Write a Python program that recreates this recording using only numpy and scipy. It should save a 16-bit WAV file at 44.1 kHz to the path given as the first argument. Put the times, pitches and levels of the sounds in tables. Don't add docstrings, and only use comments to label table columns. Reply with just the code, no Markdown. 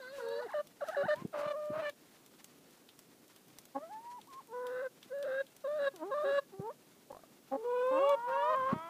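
import sys
import numpy as np
from scipy import signal
from scipy.fft import rfft, irfft, next_fast_len
from scipy.io import wavfile
from scipy.ndimage import uniform_filter1d

SR = 44100
rng = np.random.default_rng(int(sys.argv[2]) if len(sys.argv) > 2 else 0)


def output_pcm(signal):
    pcm = np.clip(np.atleast_2d(signal).T, -1, 1) * 32767
    wavfile.write(sys.argv[1], SR, np.round(pcm).astype(np.int16))


N = 392049

# [f/Hz, relative level/dB]
BACKGROUND = [(30, -37), (60, -30), (130, -6.5), (270, -1), (550, -8), (1000, -18.5), (1800, -23.5),
              (6200, -22), (15000, -22.5)]
BACKGROUND_DB = -64

# [t/s, level/dB, half length/s]
BRUSHES = [(0.184, -58.5, 0.048), (0.9, -61.5, 0.05), (1.397, -57, 0.019), (2.401, -61, 0.013),
           (4.119, -64, .012), (4.337, -58.5, 0.01)]

RASPS = { "hoarse": [(50, -36), (150, -12), (350, -7), (600, -6), (800, -1), (950, -3), (1130, 6),
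         (1350, -2), (1650, -7), (2200, -13), (2750, -16), (3200, -24), (4100, -23), (9000, -41)],
         "reedy": [(50, -40), (150, -11), (330, -6), (600, -6), (800, -1), (960, -14), (1150, 0), (1400, 3),
         (1700, 2), (2000, -9), (2250, -27), (2500, -17), (2800, -12), (3000, -30), (3400, -18),
         (3900, -12), (4300, -26), (9000, -40)]}
HALF_LINES, HALF_BLUR = .7, .14

# [t/s, f/Hz, fundamental level/dB,
#  second harmonic/dB and overtones/dB above the fundamental]
OPENING_CALLS = [
    [(.003, 547.6, -49.5, -21, -12), (.03, 505.3, -54.5, -2, -5), (.09, 514.2, -54, -15, -3.5),
     (.14, 567, -47, -24, -12.5), (.22, 531, -49, -26, -18), (.29, 549, -43, -36, -12),
     (.37, 568, -43, -28, -9), (.4, 589, -39.5, -16, -17), (.415, 610, -42, -8, -14)],
    [(.185, 526.4, -46, -12, -32), (.205, 488, -50, 1, -9), (.235, 465.7, -41, -20, -24),
     (.29, 455, -41, -10, -38), (.36, 469, -40, -16.5, -44), (.43, 493, -46, -10, -10.5),
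     (.455, 470, -41, -20, -23), (.475, 333, -50, -20, -30)],
]
# [f/Hz, level/dB]
OPENING_THROAT = [(1350, 7), (1530, 6), (1690, -3), (2040, -6), (2230, -37), (2550, -21), (2800, -12),
                  (3060, -23), (3350, -20), (3950, -8.5), (4500, -10.5), (5600, -36), (10000, -33)]
OPENING_RASP_DB = -66

# [t/s, bright snap level/dB, dull knock level/dB], both before their trims
PECKS = [(0.2867, -46, -69), (0.671, -44, -67), (0.886, -39, -65), (1.1582, -46, -63),
         (1.896, -42.5, -59.5), (2.2623, -46, -72), (2.4438, -36.5, -72), (2.8896, -60, -62),
         (2.991, -39, -82), (3.362, -44.5, -70), (3.5861, -35.5, -81), (3.654, -42.5, -72),
         (4.214, -48, -64.5), (4.668, -42, -61), (5.0291, -48, -58), (5.227, -43, -58.5), (5.466, -51, -66),
         (5.5653, -41.5, -81), (5.9612, -39.5, -66.5), (8.093, -38, -64)]
SNAP_TRIM_DB, KNOCK_TRIM_DB = -2, 10
# [nominal f/Hz, relative level/dB, t60/s]
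BEAK_MODES = [(4360, -22, .016), (6260, 5.5, 0.018), (7990, 4.5, 0.019), (10000, 8.5, 0.0057),
              (13400, 4, .01)]

# [start t/s, end t/s]
YELP_BOUTS = [(.412, 0.622), (.8, 1.153)]
# [t/s, hold/s, swoop into it/s, falsetto f/Hz,
#  falsetto level/dB, note f/Hz, note fundamental level/dB, second harmonic/dB and overtones/dB above it]
YELPS = [(0.425, 0.0034, 0.0082, 933, -52, 839, -48, -22, -14),
         (0.466, 0.0038, 0.02, 1059, -64, 690, -48.5, -20, -10),
         (0.496, 0.0048, .012, 967, -56.5, 797, -49, -7, -3),
         (.518, 0.0016, 0.0091, 1172, -47, 860, -53, -18, -2),
         (.545, 0.075, 0.018, 1130, -53, 598.5, -34.5, -13, -18.5),
         (0.823, 0.013, .017, 863, -50, 577.4, -35, -14.5, -27),
         (0.889, 0.012, 0.037, 865, -54.5, 630, -37, -7, -16),
         (0.931, 0.00473, 0.0129, 896, -56, 730, -44.5, -3, -11),
         (0.972, 0.056, 0.019, 894, -45.5, 566, -32, -19, -17.5),
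         (1.04, 0.0087, 0.0044, 760, -45, 733, -42.5, -3, -9),
         (1.088, 0.068, .022, 945, -48, 604, -30, -13.5, -12)]
CATCH_HOLD_S, YELP_RASP_DB = .007, -60
FALSETTO_WOBBLE, FALSETTO_FLUTTER_DB = 0.027, 3.5
# [f/Hz, second harmonic/dB above the fundamental]
FALSETTO_SECOND = [(650, -7), (800, -1), (930, -1), (1060, -15)]
FALSETTO_OVERTONES_DB = -13
# [f/Hz, level/dB]
YELP_THROAT = [(1400, 15), (1750, -1.5), (2050, -5), (2350, -25), (2900, -9.5), (3350, -29), (3850, -12),
               (4300, -20.5), (6000, -35.5), (10000, -39)]

# [start t/s, end t/s, first f/Hz, last f/Hz before the droop,
#  fundamental level/dB, second harmonic/dB and overtones/dB above it]
WHINES = [(0.958, 1.059, 401, 406, -47.5, -5.5, -27), (1.135, 1.24, 869, 1160, -52, -29, -22),
          (6.232, 6.325, 372, 435.5, -43, -9, -31), (7.561, 7.658, 441, 452, -44, -16, -45)]
MOAN = (8.718, 9, 309, 354, -63, 10.5, 1.5)
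# [f/Hz, level/dB]
WHINE_THROAT = [(1000, 24.5), (1400, 12), (2050, -5), (2600, -17), (3150, -9.5), (3800, -22.5),
                (10000, -41)]
# [f/Hz, level/dB]
MOAN_THROAT = [(1300, 12.5), (1600, -2.5), (2300, -4), (2900, -20), (3300, -3.5), (3800, -33), (9000, -42)]
WHINE_ATTACK_S, DROOP, DROOP_S = 0.014, 0.22, .012
WHINE_FADE_S, WHINE_FADE_DB = 0.014, -10

# [t/s, level/dB before the low cut, f/Hz]
THUDS = [(1.041, -38.5, 173), (1.059, -34, 182), (1.223, -35.5, 203), (1.254, -27, 197), (1.468, -41, 160),
         (1.704, -35, 215), (1.719, -42, 116), (5.064, -49, 280), (6.601, -31, 153), (8.732, -18.5, 226),
         (8.764, -32, 153)]

# [t/s, level/dB, half length/s]
RUBS = [(1.197, -53, 0.044), (1.788, -52, 0.025), (8.67, -55.5, 0.12)]

# [start t/s, break t/s, end t/s, attack/s, catch/s, time the break takes/s,
#  clear f/Hz, its climb/share per s, pressed f/Hz, its climb/share per s, clear level/dB, pressed level/dB,
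#  second harmonic/dB when clear and when pressed, overtones/dB, their gain/dB toward the end,
#  rasp level/dB at the break, last push/0-1, treble tilt/dB, kind of hen]
CACKLES = [ (1.323, 1.334, 1.536, 0.017, 0.0023, 0.0071, 644, -0.057, 589.6, -0.0096, -46, -39, -5, -10.5, -32, 16.5, -45, .3, 7.5, "hoarse"),
           (1.526, 1.738, 1.908, 0.0074, 0.031, 0.0075, 602.4, -0.072, 602.5, -0.31, -40, -39.5, -13, -11.5, -23, 20.5, -47.5, 0, -2.5, "hoarse"),
           (4.474, 4.688, 4.883, 0.098, 0.057, 0.056, 498.2, 0.13, 511, 0.27, -42, -39.5, -4.5, -20, -15, 9, -52.5, 0.4, -16, "reedy"),
           (5.093, 5.241, 5.427, 0.036, 0.038, 0.0036, 566.6, 0.34, 531.4, 0.38, -39.5, -36.5, -28.5, -33, -13.5, 9.5, -53, 0.83, -9, "reedy"),
           (5.637, 5.79, 5.895, 0.012, 0.039, .007, 598.4, .5, 561.3, -0.37, -36, -33.5, -16, -20, -15, 9, -49.5, 0.8, -1, "reedy"),
           (6.102, 6.243, 6.404, 0.019, 0.04, 0.0044, 591.6, 0.15, 564, 0.21, -36, -32, -7, -17, -10.5, 4.5, -51, 0.85, -1, "reedy"),
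           ]
CATCH_DIP, CATCH_SECOND_DB, CATCH_OVERTONES_DB = .095, 4, -1.5
SWITCH_S, RASP_GROWS_S = 0.0037, 0.015
PRESS_SWELL_DB, RASP_CLEARS_DB = 2, -17.5
BRIGHTEST_AT = 0.75
PUSH_S, PUSH_DB, PUSH_SECOND_DB = 0.025, 3.5, 11
SCOOP, SCOOP_S, END_DROOP = 0.29, 0.0075, 0.08
# [start t/s, end t/s, first beat f/Hz, last beat f/Hz, depth/0-1]
THROBS = [(1.332, 1.531, 66.7, 27.6, 0.51), (1.729, 1.819, 40.7, 22, 0.58)]
THROB_SAG = 0.013
# [t/s, half length/s, rise/share of pitch, overtones change/dB]
CRACKS = [(1.807, 0.012, 0.06, 3.5), (4.83, 0.012, 0.092, -9), (5.266, .01, 0.15, -14),
          (6.238, 0.012, 0.046, -5)]
THROATS = { "hoarse": [(1750, -2), (1810, -7), (2370, -11), (2950, -13), (3550, -20), (4150, -20),
           (4700, -32), (10000, -38)], "reedy": [(1400, 1), (1680, -4.5), (1800, -12.5), (2020, -12),
           (2230, -33), (2420, -21), (2700, -20), (2820, -16.5), (3000, -32), (3200, -23), (3400, -26),
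           (3850, -12), (4200, -29), (4500, -29.5), (6000, -45), (8300, -37.5), (10000, -46)]}

# [start t/s, end t/s, middle f/Hz, fundamental level/dB,
#  second harmonic/dB and overtones/dB above it]
CLUCKS = [(3.743, 3.795, 275, -43.5, 2.5, -19.5), (7.099, 7.121, 277, -48, 13.5, -16.5),
          (7.509, 7.575, 270.2, -42.5, 5.5, -22.5)]
# [f/Hz, level/dB]
CLUCK_THROAT = [(800, 23), (1100, 13), (1400, -12), (1700, -0.5), (2250, -24), (9000, -34)]
CLUCK_ATTACK_S, CLUCK_CLIMB_PER_S = 0.017, 1

# [t/s, f/Hz, fundamental level/dB]
WAVERING_WHINES = [
    [(3.79, 554, -59), (3.836, 642, -45.5), (3.888, 681, -58.5), (3.916, 840, -47), (3.972, 884, -45.5),
     (4.024, 927, -58), (4.07, 956, -47.5), (4.18, 993, -50), (4.192, 855, -49.5), (4.205, 790, -70)],
    [(4.274, 860, -61), (4.29, 1142, -60), (4.33, 1035, -53.5), (4.394, 1102, -47.5), (4.4, 1037, -54),
     (4.414, 790, -52)],
    [(5.94, 390, -52), (5.988, 317, -62.5), (6.03, 309, -42), (6.056, 380, -43), (6.115, 427, -46.5)],
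    [(6.52, 428, -66), (6.54, 376.5, -48.5), (6.572, 394, -56), (6.61, 380.4, -45.5), (6.694, 469, -44.5),
     (6.71, 600, -44), (6.735, 600, -71)],
]
# [f/Hz, second harmonic/dB above the fundamental]
WHINE_SECOND = [(310, 0), (380, -11.5), (450, 2), (600, -9.5), (850, -19.5), (1000, -30)]
# [f/Hz, overtones/dB above the fundamental]
WHINE_OVERTONES = [(310, -28.5), (400, -37), (650, -22), (1000, -23)]

# [t/s, peak level/dB]
CROAKS = [(7.128, -38.5), (7.148, -39), (7.168, -40.5), (7.192, -49), (7.236, -46)]
# [nominal f/Hz, relative level/dB, t60/s]
CROAK_MODES = [(586, 10, 0.055), (880, 12, 0.03), (1154, 10, 0.04)]

# [start t/s, end t/s, first f/Hz, top f/Hz, bend of the climb, first level/dB, last level/dB,
#  first and last second harmonic/dB, overtones/dB, rasp level/dB before it clears]
LONG_WAILS = [(7.623, 8.161, 484.4, 573.7, 1.8, -36, -27, -11.5, -9.5, -22, -61),
              (8.26, 8.561, 508.3, 628.6, 1.35, -38, -36, -9, -2.5, -17.5, -44)]
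# [f/Hz, level/dB]
WAIL_THROATS = [
    [(1530, 4), (1720, -14.5), (1900, -10), (2060, -14.5), (2300, -6), (2870, -6.5), (3060, -17.5),
     (3550, -8.5), (4050, -24), (4600, -29), (6500, -36), (8000, -27.5), (10000, -49)],
    [(1680, 6), (1860, 0), (2090, -15), (2260, -6), (2500, -5.5), (2660, -6), (2850, -4), (3100, -10.5),
     (3250, -12), (3450, -10), (3700, -13.5), (4340, -22.5), (6500, -31), (8000, -32), (10000, -47)],
]
WAIL_ATTACK_S, WAIL_SAG_S, WAIL_SAG_PER_S = 0.036, .062, 0.56
WAIL_BRIGHTEN_DB, WAIL_HOARSE_S = 6, 0.044
WAIL_CLEARS_DB = -9
BEAK_SHUT_DB, BEAK_OPENS_AT = -11, 0.16

# [t/s, f/Hz, second harmonic level/dB, overtones/dB above the second harmonic]
NASAL_WHINE = [(7.912, 279.7, -45.5, -26), (7.983, 308.3, -40.5, -22.5), (8.005, 371.3, -47, -20),
               (8.1, 452.8, -37.5, -36), (8.182, 464.3, -42, -23.5), (8.27, 487, -37.5, -25),
               (8.31, 471, -38.5, -21), (8.461, 480, -34, -31.5), (8.525, 533.6, -32.5, -27),
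               (8.54, 503, -32.5, -25), (8.568, 535, -33.5, -21.5), (8.619, 517, -33.5, -21.5),
               (8.708, 538, -33.5, -21.5), (8.737, 562, -39, -37)]
# [f/Hz, second harmonic/dB above the fundamental]
NASAL_SECOND = [(290, 2.5), (385, -3), (440, 12), (475, 18.5), (520, 7)]
NASAL_RASP_DB, NASAL_RASP_S = -46.5, 0.055

RELEASE_S, SILENT_DB = 0.016, -33
EDGE_HZ = 15350


def amp(db):
    return 10 ** (np.asarray(db) / 20)


def evened(x):
    return x / np.sqrt(np.mean(x ** 2) + 1e-20)


def read(points, hz):
    f, value = np.transpose(points)
    return np.interp(np.log(hz + 1), np.log(f + 1), value)


def filtered(x, points):
    size = next_fast_len(len(x))
    gain = amp(read(points, np.fft.rfftfreq(size, 1 / SR)))
    return irfft(rfft(x, size) * gain, size)[:len(x)]


def coloured(x, points):
    return evened(filtered(x, points))


def add(mix, s, sound):
    part = mix[max(round(s * SR), 0):][:len(sound)]
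    part += sound[:len(part)]


def wander(size, hz):
    full = next_fast_len(size + SR // 10)
    f = np.fft.rfftfreq(full, 1 / SR)
    spectrum = rfft(rng.standard_normal(full)) * np.exp(-.5 * (f / hz) ** 2)
    return evened(irfft(spectrum, full))[:size]


def ring(modes, t, spread):
    x = np.zeros(len(t))
    for hz, db, t60 in modes:
        shifted_hz = hz * (1 + spread * rng.uniform(-1.4, 1))
        x += amp(db - 60 * t / t60) * np.sin(2 * np.pi * shifted_hz * t)
    return x / abs(x).max()


def step(t, at, width):
    return .5 + .5 * np.tanh((t - at) / width)


def bursts(t, strokes):
    return sum(amp(db) * np.exp(-((t - s) / width) ** 2) for s, db, width in strokes)


def call_span(start, end, attack):
    t = np.arange(start, end, 1 / SR)
    shut = np.maximum(1 - (t - start) / attack, 0) ** 2 + np.maximum(1 - (end - t) / RELEASE_S, 0) ** 2
    return t, (t - start) / (end - start), SILENT_DB * shut


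def follow(curve):
    s, hz, db = np.transpose(curve)
    t, _, gate_db = call_span(s[0] - .003, s[-1] + 0.006, 0.002)
    return t, np.interp(t, s, hz), np.interp(t, s, db) + gate_db


def background():
    air = coloured(rng.standard_normal(N), BACKGROUND)
    murmur = signal.sosfiltfilt(signal.butter(2, 600, fs=SR, output="sos"), air)
    hiss = air - murmur
    swell = amp(1.3 * wander(N, 10))
    return amp(BACKGROUND_DB) * (hiss + murmur * swell)


def jostling():
    t = np.arange(N) / SR
    strokes = amp(-70 + 2.73 * wander(N, 20)) + bursts(t, BRUSHES)
    feather_colour = [(200, -7.0), (900, 3.5), (4000, -2.0), (6500, -5.5), (14000, -13.5)]
    feathers = coloured(rng.standard_normal(N), feather_colour) * strokes
    strength = amp(7.4 * np.minimum(rng.exponential(1, N), 3)) * (rng.random(N) < 25 / SR)
    grains = signal.oaconvolve(strength, np.exp(-t[:SR // 50] / 0.0027))[:N] * rng.standard_normal(N)
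    return feathers + amp(-80) * coloured(grains, [(500, -32.0), (3500, -6.5), (14000, -6.0)])


def hens():
    out = np.zeros(N)
    for curve in OPENING_CALLS:
        add(out, *call(opening_call(curve), OPENING_THROAT, jitter=.012, air_db=-28))
    for row in YELP_BOUTS:
        add(out, *call(yelps(*row), YELP_THROAT, jitter=0.011, air_db=-39, shimmer_db=3, hen="reedy"))
    whines = [whine(*row) for row in WHINES]
    whines += [wavering_whine(curve) for curve in WAVERING_WHINES]
    whines.append(nasal_whine())
    for controls in whines:
        add(out, *call(controls, WHINE_THROAT, jitter=.008, air_db=-26, waver=.006, shimmer_db=1.3))
    for *row, tilt_db, hen in CACKLES:
        throat = tilted(THROATS[hen], tilt_db)
        add(out, *call(cackle(*row), throat, jitter=0.0087, air_db=-31.5, shimmer_db=1.9, hen=hen))
    for row in CLUCKS:
        add(out, *call(cluck(*row), CLUCK_THROAT, jitter=0.0085, air_db=-13, shimmer_db=3))
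    for row, throat in zip(LONG_WAILS, WAIL_THROATS):
        add(out, *call(wail(*row), throat, jitter=.007, air_db=-37, waver=.006, shimmer_db=3.2))
    add(out, *call(whine(*MOAN), MOAN_THROAT, jitter=.007, air_db=-14, shimmer_db=1.5))
    return out + croaks()


def call(controls, throat, jitter, air_db, waver=0.0068, shimmer_db=3.5, hen="hoarse"):
    t, hz, db, second_db, upper_db, rasp = controls
    size = len(t)
    rough = np.clip(rasp / amp(-42), 0, 1)
    turns = np.cumsum(hz * (1 + (waver + .01 * rough) * wander(size, 35))) / SR
    slip = (jitter + .03 * rough) * wander(size, 200)

    def harmonic(k):
        delay = 0.43 * np.sqrt(k - 1)
        return amp(shimmer_db * wander(size, 34)) * np.cos(2 * np.pi * (k * (turns + slip) - delay))

    stack = sum((k * hz < 10500) * harmonic(k) for k in range(3, 17))
    overtones = filtered(amp(db + upper_db) * stack, throat)
    fundamental = np.cos(2 * np.pi * (turns + .5 * slip))
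    voice = amp(db) * (fundamental + amp(second_db) * harmonic(2)) + overtones
    halves = sum(np.cos(2 * np.pi * ((k + .5) * turns + HALF_BLUR * wander(size, 85))) for k in range(8))
    pulse = .2 + np.exp(-(turns % 1) / .15)
    puffs = pulse * amp(2.5 * wander(size, 250)) * rng.standard_normal(size)
    husk = evened(coloured(puffs, RASPS[hen]) + HALF_LINES * coloured(halves, RASPS[hen]))
    sound = np.sqrt(2) * voice + husk * (rasp + amp(db + air_db))
    edges = np.clip(np.minimum(t - t[0], t[-1] - t) / 0.0019, 0, 1)
    return t[0], sound * edges


def opening_call(curve):
    rows = np.array(curve)
    t, hz, db = follow(rows[:, :3])
    second_db, upper_db = (np.interp(t, rows[:, 0], column) for column in rows.T[3:])
    return t, hz, db, second_db, upper_db, amp(OPENING_RASP_DB + db - db.max())


def yard(x, t60=0.19):
    t = np.arange(SR // 2) / SR
    taps = rng.standard_normal(len(t)) * (rng.random(len(t)) < 2500 / SR) * (t > .004)
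    tail = taps * amp(-60 * t / t60)
    return signal.fftconvolve(x, tail / np.linalg.norm(tail))[:N]


def pecks():
    out, t = np.zeros(N), np.arange(SR // 20) / SR
    scatter = np.exp(-t / 0.0027) + 0.28 * np.exp(-t / 0.018)
    knock_colour = [(300, -23), (2000, -2), (3500, 10.0), (4500, 2), (6500, -11.0)]
    for s, snap_db, knock_db in PECKS:
        snap = ring(BEAK_MODES, t, spread=0.073) + 0.3 * scatter * rng.standard_normal(len(t))
        knock = coloured(rng.standard_normal(len(t)), knock_colour) * scatter
        add(out, s, amp(snap_db + SNAP_TRIM_DB) * snap + amp(knock_db + KNOCK_TRIM_DB) * knock)
    return out


def yelps(start, end):
    t, _, gate_db = call_span(start, end, 0.013)
    (s, hold, swoop, top_hz, thin_db,
     note_hz, note_db, note_second_db, note_upper_db) = np.transpose(YELPS)
    corners = np.maximum.accumulate(np.column_stack([s - swoop, s, s + hold]).ravel())

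    def path(falsetto, note):
        return np.interp(t, corners, np.column_stack([falsetto, note, note]).ravel())

    away = np.maximum(s - t[:, None], 0) + np.maximum(t[:, None] - s - hold, 0)
    full = np.exp(-(away.min(1) / CATCH_HOLD_S) ** 2)
    thin = 1 - full
    hz = uniform_filter1d(path(top_hz, note_hz), size=150)
    hz = hz * (1 + FALSETTO_WOBBLE * thin * wander(len(t), 100))
    falsetto_db = path(thin_db, thin_db) + FALSETTO_FLUTTER_DB * wander(len(t), 120)
    db = full * path(note_db, note_db) + thin * falsetto_db
    second_db = full * path(note_second_db, note_second_db) + thin * read(FALSETTO_SECOND, hz)
    upper_db = full * path(note_upper_db, note_upper_db) + thin * FALSETTO_OVERTONES_DB
    return t, hz, db + gate_db, second_db, upper_db, amp(YELP_RASP_DB + gate_db)


def whine(start, end, first_hz, last_hz, db, second_db, upper_db):
    t, u, gate_db = call_span(start, end, WHINE_ATTACK_S)
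    hz = (first_hz + (last_hz - first_hz) * u) * (1 - DROOP * np.exp((t - end) / DROOP_S))
    fade_db = WHINE_FADE_DB * np.exp((t - end) / WHINE_FADE_S)
    return t, hz, db + gate_db + fade_db, second_db, upper_db, 0


def thuds():
    out, t = np.zeros(N), np.arange(-SR // 40, SR // 20) / SR
    for s, db, hz in THUDS:
        cycles = hz * t
        push = np.cos(2 * np.pi * cycles) / np.cosh(cycles / 0.36)
        rub = coloured(rng.standard_normal(len(t)), [(40, -44), (120, -8), (350, 21), (3000, -49)])
        add(out, s + t[0], amp(db) * (push + amp(-13) * rub / np.cosh(t / 0.0044)))
    return signal.sosfiltfilt(signal.butter(2, 88, "high", fs=SR, output="sos"), out)


def rubs():
    colour = [(40, -33), (110, -9), (220, -7), (450, -17), (2000, -22), (9000, -50)]
    return bursts(np.arange(N) / SR, RUBS) * coloured(rng.standard_normal(N), colour)


def cackle(start, crack, end, attack, catch_s, break_s, clear_hz, clear_climb, pressed_hz, climb,
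           clear_db, pressed_db, clear_second_db, pressed_second_db, upper_db, brighten_db, rasp_db,
           last_push):
    t, _, gate_db = call_span(start, end, attack)
    catch = 1 - step(t, start + catch_s, SWITCH_S)
    pressed = step(t, crack, break_s)
    clear = 1 - pressed
    push = last_push * step(t, end - PUSH_S, SWITCH_S)
    effort = np.clip((t - crack) / (end - crack), 0, 1)
    beat = throb(t)

    clear_middle, pressed_middle = (start + catch_s + crack) / 2, (crack + end) / 2
    clear_path = clear_hz * (1 - CATCH_DIP * catch + clear_climb * (t - clear_middle))
    pressed_path = pressed_hz * (1 + climb * (t - pressed_middle))
    scoop = SCOOP * np.exp((start - t) / SCOOP_S)
    droop = END_DROOP * np.exp((t - end) / SCOOP_S)
    hz = (clear * clear_path + pressed * pressed_path) * (1 + scoop - droop + THROB_SAG * (beat - 1))

    db = clear * clear_db + pressed * (pressed_db + PRESS_SWELL_DB * (effort - .5))
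    db = db + PUSH_DB * push + gate_db + 20 * np.log10(beat)
    second_db = clear * clear_second_db + pressed * pressed_second_db
    second_db = second_db + CATCH_SECOND_DB * catch + PUSH_SECOND_DB * push
    hoarse = step(t, crack, break_s + RASP_GROWS_S)
    rasp = hoarse * amp(rasp_db + RASP_CLEARS_DB * effort ** 3 + gate_db)
    opening = np.minimum(effort / BRIGHTEST_AT, 1)
    upper_db = upper_db + CATCH_OVERTONES_DB * catch + brighten_db * opening
    for s, width, rise, change_db in CRACKS:
        slipped = np.exp(-((t - s) / width) ** 4)
        hz = hz * (1 + rise * slipped)
        upper_db = upper_db + change_db * slipped
    return t, hz, db, second_db, upper_db, rasp


def throb(t):
    gain = np.ones(len(t))
    for start, end, first_hz, last_hz, depth in THROBS:
        left = end - t
        beats = left * (last_hz + .5 * (first_hz - last_hz) * left / (end - start))
        apart = step(t, start, SWITCH_S) * (1 - step(t, end + SWITCH_S, SWITCH_S))
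        gain *= abs(1 - depth * apart * np.exp(2j * np.pi * beats))
    return gain


def tilted(throat, tilt_db, from_hz=1700):
    return [(hz, db + tilt_db * np.clip(np.log2(hz / from_hz), 0, 1)) for hz, db in throat]


def cluck(start, end, hz, db, second_db, upper_db):
    t, _, gate_db = call_span(start, end, CLUCK_ATTACK_S)
    lifting_hz = hz * (1 + CLUCK_CLIMB_PER_S * (t - t.mean()))
    return t, lifting_hz, db + gate_db, second_db, upper_db, 0


def wavering_whine(curve):
    t, hz, db = follow(curve)
    return t, hz, db, read(WHINE_SECOND, hz), read(WHINE_OVERTONES, hz), 0


def croaks():
    out, t = np.zeros(N), np.arange(SR // 20) / SR
    for s, db in CROAKS:
        add(out, s, amp(db) * ring(CROAK_MODES, t, spread=0.16))
    return out


def wail(start, end, first_hz, top_hz, bend, first_db, last_db, first_second_db, last_second_db,
         upper_db, rasp_db):
    t, u, gate_db = call_span(start, end, WAIL_ATTACK_S)
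    top = end - WAIL_SAG_S
    climb = np.minimum((t - start) / (top - start), 1) ** bend
    sag = WAIL_SAG_PER_S * np.maximum(t - top, 0)
    hz = (first_hz + (top_hz - first_hz) * climb) * (1 - sag)
    db = first_db + (last_db - first_db) * u + gate_db
    second_db = first_second_db + (last_second_db - first_second_db) * u
    muffle_db = BEAK_SHUT_DB * (1 - step(u, BEAK_OPENS_AT, BEAK_OPENS_AT / 2))
    bright_db = WAIL_BRIGHTEN_DB * (u - .5) + muffle_db
    hoarse = 1 - step(np.minimum(t - start, end - t), WAIL_HOARSE_S, RASP_GROWS_S)
    rasp = hoarse * amp(rasp_db + WAIL_CLEARS_DB * u + gate_db)
    return t, hz, db, second_db, upper_db + bright_db, rasp


def nasal_whine():
    rows = np.array(NASAL_WHINE)
    t, hz, carried_db = follow(rows[:, :3])
    second_db = read(NASAL_SECOND, hz)
    upper_db = second_db + np.interp(t, rows[:, 0], rows[:, 3])
    rasp = amp(NASAL_RASP_DB) * step(t, t[-1] - NASAL_RASP_S, SWITCH_S)
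    return t, hz, carried_db - second_db, second_db, upper_db, rasp


def scene():
    near = hens() + pecks() + thuds()
    reflections = amp(-24) * yard(near)
    return (near + reflections + jostling() + rubs() + background())[None]


def record(dry):
    low_pass = signal.firwin(511, EDGE_HZ, window=("kaiser", 7), fs=SR)
    return signal.oaconvolve(dry, low_pass[None], "same")


dry = scene()
out = record(dry)
output_pcm(out)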